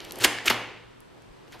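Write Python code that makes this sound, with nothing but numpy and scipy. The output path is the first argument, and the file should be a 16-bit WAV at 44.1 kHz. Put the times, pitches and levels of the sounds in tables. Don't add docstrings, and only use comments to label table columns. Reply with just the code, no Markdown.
import sys
import numpy as np
from scipy import signal
from scipy.fft import rfft, irfft, next_fast_len
from scipy.io import wavfile

SR = 44100
rng = np.random.default_rng(int(sys.argv[2]) if len(sys.argv) > 2 else 0)


def persist_wave(psi):
    counts = np.round(np.clip(psi, -1, 1) * 32767).astype(np.int16)
    wavfile.write(sys.argv[1], SR, np.atleast_2d(counts).T)


N = 70560

# (centre [Hz], width [Hz], level [dB])
FILM_MID = [(1483, 600, -0.5), (2425, 1445, -0.5), (3156, 830, 1), (4430, 1100, -6.5)]
FILM_TREBLE = [(6410, 3020, 0.5), (9800, 4600, -3), (13000, 3900, -4)]
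FILM_BASS = [(222, 80, -7), (350, 52, 2), (484, 200, -4), (851, 260, -5.5)]
# (time [s], level [dB], treble over level [dB], bass over level [dB])
CRINKLE = [(0, -44, -15.5, -1.5), (.03, -49, -12, -3.5), (.06, -48.5, -10.5, -0.5), (.13, -53.5, -7, 3.5),
           (.17, -47.5, -7, 3.5), (.2, -46.5, -6.5, 4.5)]
FIRST_PULL = [(.2, -36.5, -3.5, -9.5), (.209, -36.5, -13, -11), (0.21, -32.5, -6.5, -8),
              (.228, -31, -4.5, -3), (0.238, -32, 1.5, -6.5), (0.241, -19.5, -0.5, -7.5),
              (0.249, -9.5, -2.5, -7), (.255, -17.5, -6, -8.5), (0.271, -34.5, -8.5, -10),
              (0.299, -48.5, -23, 5)]
SECOND_PULL = [(.44, -51.5, -1, -0.5), (0.455, -36.5, -10, 1.5), (0.458, -29.5, 1.5, -5),
               (0.473, -24, -5, -10.5), (0.481, -14.5, -14, -19), (0.484, -27.5, -4.5, -5.5),
               (.498, -31, -6.5, -17), (0.5, -18, -1.5, -5.5), (0.508, -15.5, -15, -6.5),
               (0.519, -29, -8.5, -12), (0.549, -35.5, -10.5, 1)]
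SHUFFLE = [(1.05, -77, -16.5, 7.9), (1.15, -67.5, -8.5, 12.4), (1.3, -67.5, -19, 4.4),
           (1.46, -66, -21, 6.7)]
LAST_RUSTLE = [(1.46, -68.5, -20, 7.5), (1.48, -59, -5, 4), (1.5, -70, -3, 0.5), (1.518, -56, -6, 6.5),
               (1.525, -47.5, -8, -19), (1.545, -48.5, -8.5, 1.5), (1.558, -52.5, -17, 8),
               (1.59, -60, -5, -9), (1.6, -47, -4, -6)]
# (time [s], level [dB], pitch [Hz])
TICKS = [(.004, -29, 3980), (0.04, -42.5, 12200), (.047, -36, 10240), (0.05, -28.5, 4300),
         (.0915, -45, 11600), (0.098, -41, 4930), (.109, -25, 4000), (0.1213, -21.5, 12400),
         (.1217, -27, 5140), (.13, -45.5, 11000), (.157, -29, 5000), (.1575, -29.5, 12000),
         (.188, -26, 10000), (0.2063, -22.5, 7200), (0.2224, -18.5, 4250), (0.2396, -5.5, 3300),
         (.2448, 0, 3230), (.245, -21, 368), (.246, -25, 530), (.2465, 1, 3540), (.2475, -3.5, 2500),
         (.386, -17, 2195), (.3865, -27, 3540), (0.46, -19.5, 11300), (0.471, -21.5, 11000),
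         (0.4782, -9.5, 2500), (.481, -4, 2670), (0.4842, -9.5, 2950), (0.499, -11.5, 1995),
         (.503, -25, 494), (0.5049, -13, 894), (0.511, -10, 1260), (1.005, -37.5, 11000),
         (1.221, -45.5, 7000), (1.48, -45.5, 3000), (1.523, -41, 6460), (1.548, -35.5, 860),
         (1.56, -55, 460)]
# (frequency [Hz], side over mid [dB])
NEAR_SIDE = [(60, -5.5), (130, -9), (290, -11.5), (640, -15.5), (1410, -34), (3100, -42), (6820, -18),
             (15000, -10)]
# (frequency [Hz], time [s])
ROOM_T60 = [(80, 0.26), (210, 0.82), (560, 0.72), (1470, 0.74), (3880, 0.79), (10200, 0.37)]
# (frequency [Hz], level over the direct sound [dB])
ROOM_COLOUR = [(60, -8.5), (115, -12.5), (250, -2.5), (700, -3.5), (2000, -5.5), (5000, -12.5),
               (10000, -10.5), (15000, -23.5)]
# (frequency [Hz], side over mid [dB])
ROOM_SIDE = [(60, -4), (130, -17), (290, -11), (640, -21), (1410, -17.5), (3100, -12.5), (6820, -3),
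             (15000, 5)]
# (time [s], level [dB])
BOOMS = [(0.204, -39), (0.507, -37.5)]
# (time [s], level [dB], pitch [Hz])
THUMPS = [(0.269, -38, 62.6), (0.496, -36, 70), (1.31, -47, 34.9)]
# (frequency [Hz], relative density [dB per Hz])
HUSH_SHAPE = [(12, -36), (20, -6), (45, -6), (86, -12.5), (168, -6), (248, -13), (422, -11.5), (738, -20),
              (976, -15), (3160, -24), (12100, -43.5), (16000, -50)]
# (frequency [Hz], side over mid [dB])
HUSH_SIDE = [(60, -10.5), (130, -2.5), (290, 9.5), (640, 5.5), (1410, -1), (3100, -2.5), (6820, 0),
             (15000, 4)]
# (frequency [Hz], gain [dB])
MIC = [(10000, 0.5), (13000, 0.5), (15000, -6.5), (16000, -12.5)]

SLIPS_PER_S, SLIP_SPREAD_DB = 8000, 2.5
SMOOTH_SHARE = 0.29
FILM_LOW_HZ = 85
TICK_CYCLES = 12.8
TICK_RISE_S = 0.00018
TICK_CRACK_DB, CRACK_T60_S = -2.5, 0.0059
CRACK_WIDTH = 0.87
ROOM_GAP_S = .006
TAILS, TURN_S = 6, .002
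BOOM_HZ, BOOM_T60_S, BOOM_RISE_S = 114.45, .9, 0.0027
HUM_WIDTH_HZ, HUM_DB = 13, -62.5
HUSH_DB = -54.5
WHINE_HZ, WHINE_WIDTH_HZ, WHINE_DB = 8100, 150, -79
DUCK_ABOVE_DB, DUCK_RATIO = -40, 0.21
DUCK_RECOVER_S = 0.64
CEILING, KNEE = 1.0, 10
TOP_HZ = 15900


def amp(db):
    return 10 ** (np.asarray(db) / 20)


def unit(x):
    return x / np.sqrt(np.mean(x ** 2) + 1e-20)


def along(points, hz):
    f, value = np.transpose(points)
    return np.interp(np.log(hz + 1), np.log(f + 1), value)


def filtered(x, response):
    m = next_fast_len(N + SR // 2)
    spectrum = rfft(x, m) * response(np.fft.rfftfreq(m, 1 / SR))
    return irfft(spectrum, m)[..., :N]


def resonances(table):
    def response(f):
        total = 0
        for k, (centre, width, db) in enumerate(table):
            peak = 1j * f * width / (centre * centre - f * f + 1j * f * width)
            total = total + (-1) ** k * amp(db) * peak
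        return total
    return response


def mid_side_gains(colour, side_over_mid):
    return lambda f: amp(along(colour, f) + [0 * f, along(side_over_mid, f)])


def left_right(mid, side):
    return np.array([mid + side, mid - side])


def drag():
    t = np.arange(N) / SR
    happens = rng.random(N) < SLIPS_PER_S / SR
    size = amp(SLIP_SPREAD_DB * rng.exponential(size=N))
    slips = happens * size * np.sign(rng.standard_normal(N))
    smooth = rng.standard_normal(N)
    friction = np.sqrt(1 - SMOOTH_SHARE) * unit(slips) + np.sqrt(SMOOTH_SHARE) * smooth
    level, treble, bass = np.zeros((3, N))
    for rows in (CRINKLE, FIRST_PULL, SECOND_PULL, SHUFFLE, LAST_RUSTLE):
        s, db, treble_db, bass_db = np.transpose(rows)
        inside = (t >= s[0]) & (t < s[-1])
        level += inside * amp(np.interp(t, s, db))
        treble += inside * amp(np.interp(t, s, db + treble_db))
        bass += inside * amp(np.interp(t, s, db + bass_db))
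    out = np.zeros(N)
    for gain, film in [(level, FILM_MID), (treble, FILM_TREBLE), (bass, FILM_BASS)]:
        steady = filtered(friction, resonances(film))
        out += filtered(friction * gain, resonances(film)) / np.std(steady)
    return out


def ticks():
    out = np.zeros(N + SR)
    t = np.arange(SR // 20) / SR
    f = np.fft.rfftfreq(len(t), 1 / SR)
    noises = rng.standard_normal((len(TICKS), len(t)))
    rise = 1 - np.exp(-t / TICK_RISE_S)
    for (s, db, hz), noise in zip(TICKS, noises):
        ring = amp(-60 * t * hz / TICK_CYCLES) * np.sin(2 * np.pi * hz * t)
        band = resonances([(hz, CRACK_WIDTH * hz, 0)])(f) ** 2
        crack = unit(irfft(rfft(noise) * band, len(t)))
        crack_fade = amp(TICK_CRACK_DB - 60 * t / CRACK_T60_S)
        start = round(s * SR)
        out[start:start + len(t)] += amp(db) * rise * (ring + crack_fade * crack)
    return out[:N]


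def room(x):
    hz, t, z = signal.stft(rng.standard_normal((TAILS, 2, SR)), SR, nperseg=256)
    decay = amp(-60 * t / along(ROOM_T60, hz)[:, None])
    even_decay = decay / np.linalg.norm(decay, axis=1)[:, None]
    tails = signal.istft(z * even_decay, SR, nperseg=256)[1]
    tails = tails / np.linalg.norm(tails[0, 0])
    turn = (np.arange(N) / SR / TURN_S - np.arange(TAILS)[:, None]) % TAILS
    moments = x * np.sqrt(np.maximum(1 - np.abs(turn - 1), 0))
    late = np.pad(moments, ((0, 0), (round(ROOM_GAP_S * SR), 0)))[:, None]
    wet = signal.fftconvolve(late, tails, axes=2)[..., :N].sum(axis=0)
    mid, side = filtered(wet, mid_side_gains(ROOM_COLOUR, ROOM_SIDE))
    return left_right(mid, side)


def thump():
    out = np.zeros(N)
    for s, db, hz in THUMPS:
        cycles = (np.arange(N) / SR - s) * hz
        out += amp(db) * np.sin(2 * np.pi * cycles) * np.exp(-(2 * cycles) ** 2)
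    return out


def boom():
    hum = unit(filtered(rng.standard_normal(N), resonances([(BOOM_HZ, HUM_WIDTH_HZ, 0)])))
    out = amp(HUM_DB) * hum
    for s, db in BOOMS:
        t = np.maximum(np.arange(N) / SR - s, 0)
        swell = 1 - np.exp(-t / BOOM_RISE_S)
        out = out + amp(db - 60 * t / BOOM_T60_S) * swell * np.sin(2 * np.pi * BOOM_HZ * t)
    return out


def hush():
    mid, side = filtered(rng.standard_normal((2, N)), mid_side_gains(HUSH_SHAPE, HUSH_SIDE))
    whine = unit(filtered(rng.standard_normal(N), resonances([(WHINE_HZ, WHINE_WIDTH_HZ, 0)])))
    return amp(HUSH_DB) * left_right(mid, side) / np.std(mid) + amp(WHINE_DB) * whine


def scene():
    gloves = filtered(drag() + ticks(), lambda f: (1j * f / (FILM_LOW_HZ + 1j * f)) ** 2)
    side = filtered(gloves, lambda f: amp(along(NEAR_SIDE, f)) * 1j)
    near = left_right(gloves, side)
    return near + room(gloves) + boom() + thump() + hush()


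def record(dry):
    keep = np.exp(-1 / (DUCK_RECOVER_S * SR))
    power = signal.lfilter([1 - keep], [1, -keep], np.mean(dry ** 2, axis=0))
    over_db = np.maximum(10 * np.log10(power + 1e-12) - DUCK_ABOVE_DB, 0)
    heard = filtered(dry, lambda hz: amp(along(MIC, hz)))
    ducked = heard * amp(-DUCK_RATIO * over_db)
    rounded = ducked / (1 + np.abs(ducked / CEILING) ** KNEE) ** (1 / KNEE)
    return filtered(rounded, lambda hz: hz < TOP_HZ)


dry = scene()
out = record(dry)
persist_wave(out)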